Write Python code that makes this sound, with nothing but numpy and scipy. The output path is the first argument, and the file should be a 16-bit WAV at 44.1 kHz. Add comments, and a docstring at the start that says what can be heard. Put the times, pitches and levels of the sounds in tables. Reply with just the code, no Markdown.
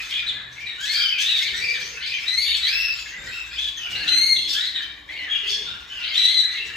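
"""A cockatiel chick, held in a hand in a bare room, begs with scratchy, arching squeals; others seem to overlap it.
Each call is a shaky whistle with an octave, plus a rasp of narrow noise bands between the two.
Bursts of hiss and husky chatter, made of coloured noise and half-voiced peeps, come among the calls.
Early slaps and a decaying tail from the hard walls smear all these voices.
Low rumble, hand shuffles, faint drones and thin hiss lie beneath; two unlike microphones take it all in."""
import sys
import numpy as np
from scipy import signal
from scipy.fft import rfft, irfft, next_fast_len
from scipy.io import wavfile
from scipy.ndimage import uniform_filter1d

SR = 44100
rng = np.random.default_rng(int(sys.argv[2]) if len(sys.argv) > 2 else 0)


def unload_wav(signal):
    """Save mono or channel-first audio to the path in sys.argv[1] as 16-bit WAV at rate SR, clipped to [-1, 1]."""
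    wavfile.write(
        sys.argv[1],
        SR,
        np.round(np.clip(np.atleast_2d(signal).T, -1, 1) * 32767).astype(np.int16),
    )


N = 298116  # length of the scene in samples

# The four loud, clear squeals, one curve each. Each row: time in seconds, pitch in Hz before the shake,
# relative levels of fundamental, octave and rasp in dB, roughness 0-1.
SQUEAL_CURVES = [
    [(2.25, 1658, -29, -31, -49, 0.34), (2.285, 1997, -31.5, -16.5, -63, 0.28),
     (2.36, 2054, -28, -19, -56, 0.03), (2.41, 2214, -24.5, -17.5, -39, 0.07),
     (2.47, 2268, -33, -21.5, -25, 0.06), (2.52, 2220, -25, -26, -27, .1),
     (2.57, 2160, -65, -22, -20, 0.41)],
    [(2.61, 1866, -40, -23, -54, 0.28), (2.66, 1976, -27, -14, -21, 0.35),
     (2.7, 2497, -22.5, -24, -25.5, 0.25), (2.78, 2672, -23, -27.5, -35, 0.08),
     (2.86, 2700, -24, -27, -31, 0.27), (2.915, 2610, -23, -31, -31, 0.24),
     (2.97, 2590, -55, -45, -45, 0.34)],
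    [(4.05, 1656, -39, -27, -34, 0.04), (4.085, 2024, -45, -15.5, -21.5, 0.15),
     (4.18, 2069, -24, -12, -36.5, 0), (4.27, 2182, -30.5, -19, -57, 0.01),
     (4.34, 2099, -24, -15, -52, 0.09), (4.37, 2028, -39, -17, -17, 0.21), (4.42, 2072, -41, -27, -33, .05),
     (4.47, 2080, -51, -27, -23, 0.08)],
    [(6.13, 1579, -58, -24, -40, .3), (6.18, 1965, -28.5, -13, -19.5, 0.26),
     (6.26, 1964, -31, -10.5, -33.5, 0.19), (6.32, 2087, -26.5, -19, -34, .16),
     (6.4, 2011, -36, -11.5, -67, 0.24), (6.48, 1970, -32, -32, -53, 0.36),
     (6.6, 1878, -40, -37, -32, 0.31)],
]
# Begging calls, mostly rough, a few clear. Each row: start in seconds, length in seconds,
# rise to the top in seconds, top pitch in Hz, scoop (share below the top at the start),
# sag (share below it at the end), relative levels of fundamental, octave and rasp in dB,
# roughness 0-1, swell from start to end in dB.
BEG_CALLS = [ (0.0, 0.027, 0.09, 1403, 0.089, 0, -42, -19.5, -30, 0.76, -49),
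             (0.098, 0.12, 0.11, 1766, 0.16, 0.18, -43, -22.5, -29.5, 0.75, 4.5),
             (0.155, 0.087, 0.049, 2444, 0.00067, 0.025, -25.5, -42, -46, 0.53, 0),
             (0.26, 0.066, .01, 1972, 0.015, 0.19, -52, -17.5, -44, 0.47, -8),
             (0.337, .15, .01, 1760, 0.018, 0, -36, -44, -60, 0.63, -4),
             (0.55, 0.17, 0.11, 2416, 0.13, 0.16, -32, -54, -55, 0.7, 2),
             (0.651, 0.14, 0.0086, 1935, 0.049, 0.034, -40, -31, -40.5, 0.38, -13),
             (0.773, 0.21, .12, 1781, 0.21, 0.013, -33, -31.5, -51, 0, -3),
             (0.849, 0.21, .125, 2397, .25, 0.03, -27.5, -21, -24.5, .5, 4),
             (0.973, 0.12, 0.055, 1636, .05, 0.0045, -33, -45, -48, 0.34, 8),
             (1.167, 0.24, .14, 1956, .24, 0.12, -35.5, -18.5, -27, 0.46, 4.5),
             (1.387, 0.14, .09, 2276, .1, 0.051, -26, -33.5, -27, 0.78, 0),
             (1.52, 0.1, .09, 1975, .1, 0, -28, -26, -52, 0.8, -5),
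             (1.599, 0.16, 0.12, 2376, 0.043, 0.0084, -22, -28.5, -57, 0.54, 3),
             (1.73, 0.057, 0.0037, 2066, 0, 0.28, -26.5, -25, -31, 0.42, -2),
             (1.813, 0.16, 0.085, 3160, 0.15, 0, -46, -38.5, -39, .6, -11),
             (1.997, 0.14, 0.11, 2518, .25, 0.039, -31.5, -32.5, -28, .7, -5),
             (2.091, 0.12, 0.0078, 2514, 0, .12, -25, -47, -39, 0.63, 0),
             (2.112, 0.092, 0.042, 3083, 0.066, 0.05, -26.5, -41, -48, 0.78, -4),
             (2.437, 0.15, 0.15, 1824, 0.025, 0.018, -38.5, -20.5, -26, 0.48, 0),
             (2.705, .15, 0.094, 2003, 0.033, 0.051, -35, -55, -54, 0.42, 3),
             (2.92, 0.23, 0.0031, 3715, 0.03, 0.18, -44, -42, -60, 0.3, -5),
             (3.107, .12, 0.081, 1986, 0.023, 0, -34, -66, -75, 0.43, -20),
             (3.165, 0.4, .15, 3787, .05, 0.0031, -42.5, -45, -69, 0.1, -9),
             (3.254, 0.058, 0.017, 1923, 0, 0.018, -27.5, -62, -61, .5, -3),
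             (3.306, .13, 0.0333, 2675, 0.17, 0.0071, -29, -44, -59, 0.25, -4),
             (3.497, 0.098, 0.047, 2574, 0.079, 0.094, -34.5, -42, -35, 0.5, -2),
             (3.56, 0.1495, .045, 1749, 0.22, .04, -44, -23, -35, 0.55, -2),
             (3.76, 0.045, 0.012, 3215, 0, 0.082, -29, -32, -55, 0.2, -7),
             (3.945, 0.11, 0.039, 2100, 0.1, 0, -35, -27, -49, 0.54, -12),
             (4.343, 0.15, 0.029, 1726, 0, 0.037, -70, -30.5, -42, 0.03, 20),
             (4.537, 0.17, .135, 2051, .26, 0.012, -31, -21, -41, 0.44, 0),
             (4.741, 0.072, 0.008, 1890, 0.014, 0.069, -31.5, -21.5, -30.5, 0.48, -19),
             (5.075, 0.24, 0.077, 2257, .23, 0.26, -29.5, -44.5, -37, 0.49, 0),
             (5.284, 0.15, 0.064, 1674, 0.051, 0.0021, -41, -22.5, -33.5, 0.53, -11.5),
             (5.454, 0.13, 0.049, 1738, .11, 0.054, -49, -21, -54, 0.21, -7),
             (5.473, 0.11, 0.049, 2730, 0.24, 0.019, -40, -29.5, -26.5, 0.7, -6),
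             (5.58, .16, 0.12, 1776, 0.056, 0, -66, -29.5, -44, 0.53, 0),
             (5.649, 0.19, 0.0068, 1457, 0, 0.02, -41, -40.5, -62, 0.7, -6),
             (5.875, 0.17, .01, 1552, 0, .06, -44, -41, -56, .8, 13),
             (6.012, 0.17, 0.075, 2218, 0.21, 0.033, -39.5, -31, -28.5, 0.97, -10.5),
             (6.2, 0.17, 0.054, 1732, .03, 0.0095, -47, -24.5, -34.5, 0.32, -2),
             (6.509, 0.088, 0.053, 2080, 0.12, 0, -29.5, -35, -30.5, 0.77, -3), ]
# Thin whistled peeps. Each row: start in seconds, length in seconds, first pitch in Hz, last pitch in Hz,
# relative level in dB, roughness 0-1, swell from start to end in dB.
PEEP_CALLS = [ (0.939, 0.05, 3250, 3200, -17, 0.07, -5), (.995, .155, 3253, 2920, -19, .17, -9.5),
              (1.11, 0.11, 2560, 2380, -23, .45, 0), (1.952, 0.055, 2620, 2666, -31, 0.2, -8),
              (3.763, .13, 3140, 2820, -29.5, .22, 17), (3.91, .16, 2930, 2630, -26.5, 0.31, -9),
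              (4.804, 0.059, 3230, 3070, -27.5, 0.1, 9), (5.15, 0.12, 2800, 3045, -33.5, 0.3, -1),
              (5.333, 0.068, 2830, 2890, -24.5, 0.37, -7), (5.41, 0.1, 2880, 3020, -27.5, 0.2, 10),
              (5.886, 0.18, 3020, 2748, -29.5, 0.69, 10), (6.1, 0.13, 3200, 3190, -24, 0.09, -1),
              (6.579, 0.087, 2702, 2760, -26.5, .28, -1), (6.723, 0.057, 2870, 2620, -30, 0.05, -13), ]
# Upper harmonics of a call. Each row: multiple of the fundamental, level in dB against (mostly) the octave,
# change in dB at full roughness.
OVERTONE_LEVELS = [(3, -16.5, -32.5), (4, -22, -8), (5, -19.5, -30), (6, -38, -26), (7, -44.5, -32)]
RISE_BEND, SAG_BEND = 1.4, 1.3  # powers that round the two sides of the pitch arch
ATTACK_S, RELEASE_S, ENDS_DB = 0.029, 0.033, -4  # a call swells from ENDS_DB, holds and dies back to it
PEEP_OCTAVE_DB, PEEP_RASP_DB = -34.5, -17  # against a peep's fundamental

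# Hiss through the open beak. Each row: start in seconds, length before the quick fade in seconds,
# relative level in dB.
HISS_BURSTS = [(-.02, 0.12, -30), (.52, 0.36, -46), (.8, 0.15, -27), (1.18, 0.043, -18.5),
               (1.32, 0.092, -28), (1.53, 0.096, -29.5), (1.68, 0.21, -34.5), (2.05, 0.24, -36.5),
               (2.28, 0.23, -33.5), (2.56, 0.11, -29.5), (2.93, 0.065, -34), (3.2, 0.63, -41),
               (3.56, 0.092, -32.5), (3.88, 0.21, -32.5), (4.475, 0.072, -20.5), (5.08, .3, -47.5),
               (5.46, 0.047, -28.5), (5.66, 0.14, -42), (5.87, 0.084, -40), (6.14, 0.13, -36),
               (6.5, 0.041, -39.5)]
# Colour of the hiss. Each row: frequency in Hz, relative density in dB per Hz.
HISS_SPECTRUM = [(500, -34), (1100, -17.5), (1700, -9), (3500, 10), (5300, 4.5), (6500, -1), (8000, -0.5),
                 (11500, -17), (14500, -14)]
# Husky chatter under the calls. 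Each row: start in seconds, length before the quick fade in seconds,
# relative level in dB.
CHATTER_BOUTS = [(-.02, 0.059, -25), (.22, 0.046, -32), (.48, 0.055, -36), (.87, 0.27, -32.5),
                 (1.26, 0.1, -31), (1.51, .08, -35.5), (1.78, 0.19, -34), (2.17, 0.16, -34.5),
                 (2.56, 0.86, -30), (3.1, 0.74, -38), (3.77, 0.18, -35), (3.93, 0.22, -30),
                 (4.51, 0.055, -37.5), (4.77, 0.068, -33), (5.42, 0.043, -29.5), (6.05, 0.18, -28),
                 (6.3, 0.48, -34.5), (6.68, .1, -36)]
# Colour of the chatter. Each row: frequency in Hz, relative density in dB per Hz.
CHATTER_SPECTRUM = [(400, -37), (1050, -17.5), (1300, -2), (1550, -0.5), (2200, 1), (3400, -10),
                    (4300, -15.5), (5500, -32), (9000, -27), (15000, -41)]
# Dips in the soft husk between bursts. Each row: start in seconds, end in seconds.
HUSK_DIPS = [(.33, .56), (2.32, 2.52), (2.7, 2.93), (4.08, 4.48), (4.84, 5.12)]
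HUSK_DIP_DB = -5.5
HISS_REST_DB, CHATTER_REST_DB = -49, -44  # both go on softly between bursts
BURST_ATTACK_S = .04
BURST_SAG_DB_PER_S, BURST_RELEASE_DB_PER_S = 16.5, 151  # the release adds to the sag

# Decay of the bare room. Each row: frequency in Hz, time to fall 60 dB in seconds.
ROOM_DECAY = [(500, 0.53), (2000, 0.68), (4000, 0.66), (8000, 0.56), (14000, 0.54)]

# Dull shuffles of the hand. Each row: start in seconds, length in seconds, relative level in dB.
HAND_SHUFFLES = [(0.228, 0.28, -52.5), (1.388, 0.37, -50.5), (1.687, 0.31, -54.5), (3.126, 0.26, -48),
                 (3.844, 0.33, -45.5), (4.036, 0.6, -50.5), (5.414, 0.46, -50.5), (6.534, 0.48, -53)]
# Colour of the shuffles. Each row: frequency in Hz, relative density in dB per Hz.
SHUFFLE_SPECTRUM = [(25, -3), (50, 0.5), (90, 1.5), (150, -3.5), (200, -3.5), (300, -8.5), (420, -6.5),
                    (650, -14), (1000, -12), (1800, -67)]
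# Faint far-off drones. Each row: start in seconds, end in seconds, pitch in Hz, width in Hz,
# relative level in dB.
FAR_DRONES = [(-.1, 1.082, 127.6, 5.7, -60.5), (1.432, 1.716, 391, 87, -53.5), (1.6, 2.03, 470, 84, -52.5),
              (2.152, 4.18, 57.35, 1.5, -55), (3.155, 3.343, 520, 65, -56.5), (3.798, 4.248, 745, 82, -55),
              (3.955, 4.567, 302.4, 9.6, -51.5), (3.999, 4.597, 370, 40, -58),
              (4.448, 5.447, 298, 19, -61.5), (5.047, 5.406, 697, 350, -56), (5.403, 5.7, 415, 51, -49.5),
              (5.88, 6.424, 660, 73, -61), (6.548, 6.847, 399.7, 91, -56.5)]
# Colour of the room rumble. Each row: frequency in Hz, relative density in dB per Hz.
RUMBLE_SPECTRUM = [(12, -36), (20, -3.5), (42, -3), (59, 5.5), (91, -6), (123, -3.5), (166, -8.5),
                   (236, -11.5), (290, -7), (330, -8.5), (419, -11), (524, -15), (900, -11.5), (1170, -7),
                   (1980, -120)]
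# Stereo spread of rumble and shuffles. Each row: frequency in Hz, side against mid in dB.
LOW_NOISE_SPREAD = [(30, -16), (60, -20), (125, -15.5), (250, -15.5), (500, -3), (900, -2.5)]
RUMBLE_REST_DB = -53.5

# Level lead of the left microphone. Each row: frequency in Hz, left minus right in dB.
LEFT_LEVEL_LEAD = [(60, 0.5), (110, 2.5), (200, 2.5), (380, -2.5), (700, 2.5), (1290, -0.5), (2380, 3.5),
                   (4400, 3.5), (8120, 0.5), (15000, -0.5)]
# Phase lead of the left microphone; near 10 kHz the two are in opposite phase.
# Each row: frequency in Hz, lead in radians.
LEFT_PHASE_LEAD = [(400, 0), (1450, -1), (1800, .3), (3200, .85), (5000, .3), (5700, -1.2), (6400, 0),
                   (7500, -.2), (8300, -1.3), (9050, -3.03), (10000, -3.14), (10900, -3.35), (11400, -4.4),
                   (11850, -6.2), (13800, -6.3), (14650, -9.1), (15500, -9.4)]
# Difference between the microphones. 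Each row: frequency in Hz, gain of the side signal in dB.
SIDE_GAIN = [(4500, 3.5), (5700, 7), (7200, -2.5), (8500, 1.5), (9200, -13), (10000, -24.5), (10800, 4),
             (11400, -1.5), (12200, -15.5), (13600, -21), (14400, -1.5)]
# Bass roll-off of the microphones. Each row: frequency in Hz, gain in dB.
MIC_BASS = [(15, -31.5), (25, -5), (32, -6), (42, -0.5)]
# Treble colour of the microphones. Each row: frequency in Hz, gain in dB.
MIC_TREBLE = [(7000, -2), (8000, -7), (9000, 3.5), (10000, -2.5), (10900, 2.5), (11500, 3), (13000, 1.5),
              (14500, 0), (15600, -6.5)]
BAND_LIMIT_HZ = 15700


def call(rows, jitter=0.02863, jitter_hz=150, fray_onset=0.26, warble=0.0291, quiver=0.0036,
         flutter_db=4.0, flutter_hz=80, buzz_hz=390, buzz_depth=0.66,
         strand_hz=50, strand_drift=.06, rasp_low=1.36, rasp_high=1.85, count=4):
    """The syrinx whistles on a shaking pitch, and torn strands of noise fill the gap under the octave."""
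    s, *columns = np.transpose(rows)
    t = np.arange(s[0], s[-1], 1 / SR)[:SR]
    hz, first_db, octave_db, rasp_db, rough = (np.interp(t, s, c) for c in columns)

    # the fast shake sets in early and soon reaches its full depth
    fray = np.tanh(rough / fray_onset)
    shake = fray * jitter * wander(t, jitter_hz)  # share of the pitch
    shake = shake + rough * warble * wander(t, 26.9) + quiver * wander(t, 31)
    turns = np.cumsum(hz * (1 + shake)) / SR

    first, octave = gain_of(first_db), gain_of(octave_db)
    # clear calls ring with overtones; rough ones lose 4 the least, and the others by about 26 dB or more
    overtones = sum(gain_of(db + rough_db * rough) * np.sin(2 * np.pi * round(k) * turns)
                    for k, db, rough_db in OVERTONE_LEVELS)
    whistle = first * np.sin(2 * np.pi * turns) + octave * np.sin(4 * np.pi * turns)
    whistle = whistle + np.hypot(0.21 * first, octave) * overtones

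    # a second, slower vibration chops the whistle and gives it sidebands
    buzz_turns = np.cumsum(buzz_hz * (1 + 0.203 * wander(t, 20.26))) / SR
    buzz = np.sin(2 * np.pi * buzz_turns)
    whistle = np.sqrt(2) * whistle * evened(1 + buzz_depth * rough * buzz)

    strands = np.zeros(len(t))
    for place in np.linspace(rasp_low, rasp_high, count):  # multiples of the pitch
        strength = gain_of(10 * np.tanh(wander(t, 14.5)))
        strand_turns = np.cumsum(hz * (place + strand_drift * wander(t, 14.52))) / SR
        strands += strength * fuzz(t, strand_turns, strand_hz)
    rasp = gain_of(rasp_db) * evened(strands)

    # the membranes catch and let go, so the whole call comes in scratchy spurts
    flutter = np.clip(wander(t, flutter_hz), -2, 2)
    spurts = evened(gain_of(flutter_db * (1 - .5 * rough) * flutter))
    edges = np.clip(np.minimum((t - t[0]) / .022, (t[-1] - t) / .012), 0, 1)
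    return s[0], (whistle + rasp) * spurts * edges


def beg(start, length, rise_s, top_hz, scoop, sag, first_db, octave_db, rasp_db, rough, swell_db):
    """A begging call, rough or clear: the pitch scoops up towards its top and sags; one effort drives it all."""
    t = np.arange(0, length, .002)
    rising = np.maximum(1 - t / rise_s, 0)
    falling = np.maximum(t - rise_s, 0) / max(length - rise_s, 1e-3)
    hz = top_hz * (1 - scoop * rising ** RISE_BEND - sag * falling ** SAG_BEND)
    db = effort(t, length, swell_db)
    roughness = np.full(len(t), rough)
    return call(np.column_stack([start + t, hz, first_db + db, octave_db + db, rasp_db + db, roughness]))


def peep(start, length, first_hz, last_hz, level_db, rough, swell_db):
    """A thin, straight glide with most of its strength in the fundamental."""
    t = np.arange(0, length, .002)
    hz = np.linspace(first_hz, last_hz, len(t))
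    db = level_db + effort(t, length, swell_db)
    roughness = np.full(len(t), rough)
    return call(np.column_stack([start + t, hz, db, db + PEEP_OCTAVE_DB, db + PEEP_RASP_DB, roughness]))


def effort(t, length, swell_db):
    """The level of one call in dB: attack, a hold that swells or fades, release."""
    closed = np.maximum(1 - t / ATTACK_S, 0) + np.maximum(1 - (length - t) / RELEASE_S, 0)
    return ENDS_DB * closed + swell_db * (t / length - .5)


def husk(envelope, colour, scratch_db, peeps_db, lumps_db):
    """Air forced through a small throat: coloured noise and half-voiced peeps, in quick spurts and slow lumps."""
    quick = evened(uniform_filter1d(rng.standard_normal(N), size=160))
    slow = evened(uniform_filter1d(rng.standard_normal(N), size=1400))
    source = rng.standard_normal(N) + gain_of(peeps_db) * chirps()
    uneven = source * gain_of(scratch_db * quick + lumps_db * slow)
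    return envelope * evened(coloured(uneven, colour))


def chirps(count=420, spread_hz=55, glide=1.2):
    """A tangle of short, husky gliding peeps at random pitches, rms 1."""
    out = np.zeros(N)
    for start, length, pitch, slope, size in rng.random((count, 5)):
        t = np.arange(0, 0.018 + 0.13 * length, 1 / SR)
        hz = 1400 * 5.5 ** pitch * (1 + glide * (2 * slope - .8) * t)
        # higher peeps are more thinly spaced, so each is a little stronger
        strength = np.sqrt(hz) * gain_of(2.9 * size)
        chirp = strength * fuzz(t, np.cumsum(hz) / SR, spread_hz)
        add(out, start * N / SR, chirp * signal.windows.tukey(len(t), .5))
    return evened(out)


def level(bursts, rest_db):
    """Gain over time: bursts swell, sag and die away over a soft resting level that dips at times."""
    dip = np.zeros(N)
    for start, end in HUSK_DIPS:
        add(dip, start, signal.windows.tukey(round((end - start) * SR), .5))
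    power = gain_of(rest_db + HUSK_DIP_DB * dip) ** 2
    for start, length, db in bursts:
        t = np.arange(0, length + .4, 1 / SR)
        fall_db = BURST_SAG_DB_PER_S * t + BURST_RELEASE_DB_PER_S * np.maximum(t - length, 0)
        add(power, start, np.minimum(t / BURST_ATTACK_S, 1) * gain_of(db - fall_db) ** 2)
    return np.sqrt(power)


def room(x, direct_db=-3.0, early_db=-7, wet_db=-5.0, likeness=0.81, count=7):
    """Direct sound, a few slaps from the near walls, and a tail partly shared by the two microphones."""
    taps = rng.standard_normal((2, SR)) * (rng.random((2, SR)) < .12)
    taps[:, :round(.006 * SR)] = 0  # the tail waits 6 ms
    taps[1] = likeness * taps[0] + np.sqrt(1 - likeness ** 2) * taps[1]

    # each frequency decays at its own rate
    hz, t, z = signal.stft(taps, SR, nperseg=256)
    t60 = read(ROOM_DECAY, hz)[:, None]
    tail = signal.istft(z * gain_of(-60 * t / t60), SR, nperseg=256)[1]
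    tail *= gain_of(wet_db) / np.linalg.norm(tail, axis=1, keepdims=True)

    slap_gain = gain_of(early_db) / np.sqrt(count)
    for ear in tail:
        for delay_s, sign in zip(rng.uniform(.002, .016, count), rng.choice([-1, 1], count)):
            add(ear, delay_s, np.array([sign * slap_gain]))
    return gain_of(direct_db) * x + signal.fftconvolve(x[None], tail, axes=1)[:, :N]


def background(air_db=-70):
    """Steady low rumble, soft shuffles of the hand, faint drones and thin hiss, all of shaped noise."""
    shuffling, drones = np.zeros((2, N))
    for start, length, db in HAND_SHUFFLES:
        arch = np.sin(np.pi * np.arange(0, length, 1 / SR) / length)
        add(shuffling, start, gain_of(db) * arch)
    for start, end, hz, width_hz, db in FAR_DRONES:
        t = np.arange(start, end, 1 / SR)
        drone = gain_of(db) * fuzz(t, hz * t, width_hz / 2)
        add(drones, start, drone * signal.windows.tukey(len(t), .4))
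    rumble = gain_of(RUMBLE_REST_DB) * low_noise(RUMBLE_SPECTRUM)
    shuffles = shuffling * low_noise(SHUFFLE_SPECTRUM)
    return rumble + shuffles + drones + gain_of(air_db) * rng.standard_normal((2, N))


def low_noise(colour):
    """Stereo noise of a given colour, much alike in both ears in the bass."""
    mid, side = evened(coloured(rng.standard_normal((2, N)), colour))
    side = coloured(side, LOW_NOISE_SPREAD)
    return np.array([mid + side, mid - side])


def wander(t, rate_hz):
    """Smooth chance of rms 1 over the times t, about as fast as rate_hz; it repeats every second."""
    points = 4096  # in one second
    hz = np.arange(points // 2 + 1)
    smoothing = np.exp(-(hz / rate_hz / 2) ** 2)
    second = evened(irfft(rfft(rng.standard_normal(points)) * smoothing))
    return np.interp((t - t[0]) % 1 * points, np.arange(points), second)


def fuzz(t, turns, spread_hz):
    """A band of noise, about rms 1, that follows a moving centre given in turns."""
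    cosine_part = wander(t, spread_hz) * np.cos(2 * np.pi * turns)
    return cosine_part + wander(t, spread_hz) * np.sin(2 * np.pi * turns)


def coloured(x, points):
    """Filters by a table of Hz and dB."""
    size = next_fast_len(N + 4096)
    gain = gain_of(read(points, np.fft.rfftfreq(size, 1 / SR)))
    return irfft(rfft(x, size) * gain, size)[..., :N]


def read(points, hz):
    """A spectrum table, joined on a log-frequency axis."""
    f, value = np.transpose(points)
    return np.interp(np.log(hz + 1), np.log(f + 1), value)


def gain_of(db):
    """Decibels to amplitude."""
    return 10 ** (np.asarray(db) / 20)


def evened(x):
    """Scales to rms 1."""
    return x / np.sqrt(np.mean(abs(x) ** 2) + 1e-20)


def add(mix, s, sound):
    """Mixes a sound in at s seconds."""
    part = mix[max(round(s * SR), 0):][:len(sound)]
    part += sound[:len(part)]


def scene(calls_db=-1.49, hiss_db=0, chatter_db=-1):
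    """Calls, hiss and chatter sound in the room, over the background."""
    voices = [call(rows) for rows in SQUEAL_CURVES]
    voices += [beg(*row) for row in BEG_CALLS]
    voices += [peep(*row) for row in PEEP_CALLS]
    calls = np.zeros(N)
    for start, sound in voices:
        add(calls, start, sound)
    hiss = husk(level(HISS_BURSTS, HISS_REST_DB), HISS_SPECTRUM,
                scratch_db=-1.0, peeps_db=-5, lumps_db=4.0)
    chatter = husk(level(CHATTER_BOUTS, CHATTER_REST_DB), CHATTER_SPECTRUM,
                   scratch_db=2.5, peeps_db=1.5, lumps_db=1.84)
    birds = gain_of(calls_db) * calls + gain_of(hiss_db) * hiss + gain_of(chatter_db) * chatter
    return room(birds) + background()


def record(dry):
    """Two microphones that differ in level and phase, with their bass roll-off, treble and band limit."""
    hz = np.fft.rfftfreq(N, 1 / SR)
    mid, side = dry.mean(0), coloured((dry[0] - dry[1]) / 2, SIDE_GAIN)
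    # half of each lead goes to the left, the opposite half to the right
    lead = gain_of(read(LEFT_LEVEL_LEAD, hz) / 2) * np.exp(.5j * read(LEFT_PHASE_LEAD, hz))
    ears = irfft(rfft(np.array([mid + side, mid - side])) * np.array([lead, 1 / lead]), N)
    ears = coloured(ears, MIC_BASS + MIC_TREBLE)
    lowpass = signal.firwin(511, BAND_LIMIT_HZ, window=("kaiser", 9), fs=SR)
    return signal.oaconvolve(ears, lowpass[None], "same", axes=1)


dry = scene()
out = record(dry)
unload_wav(out)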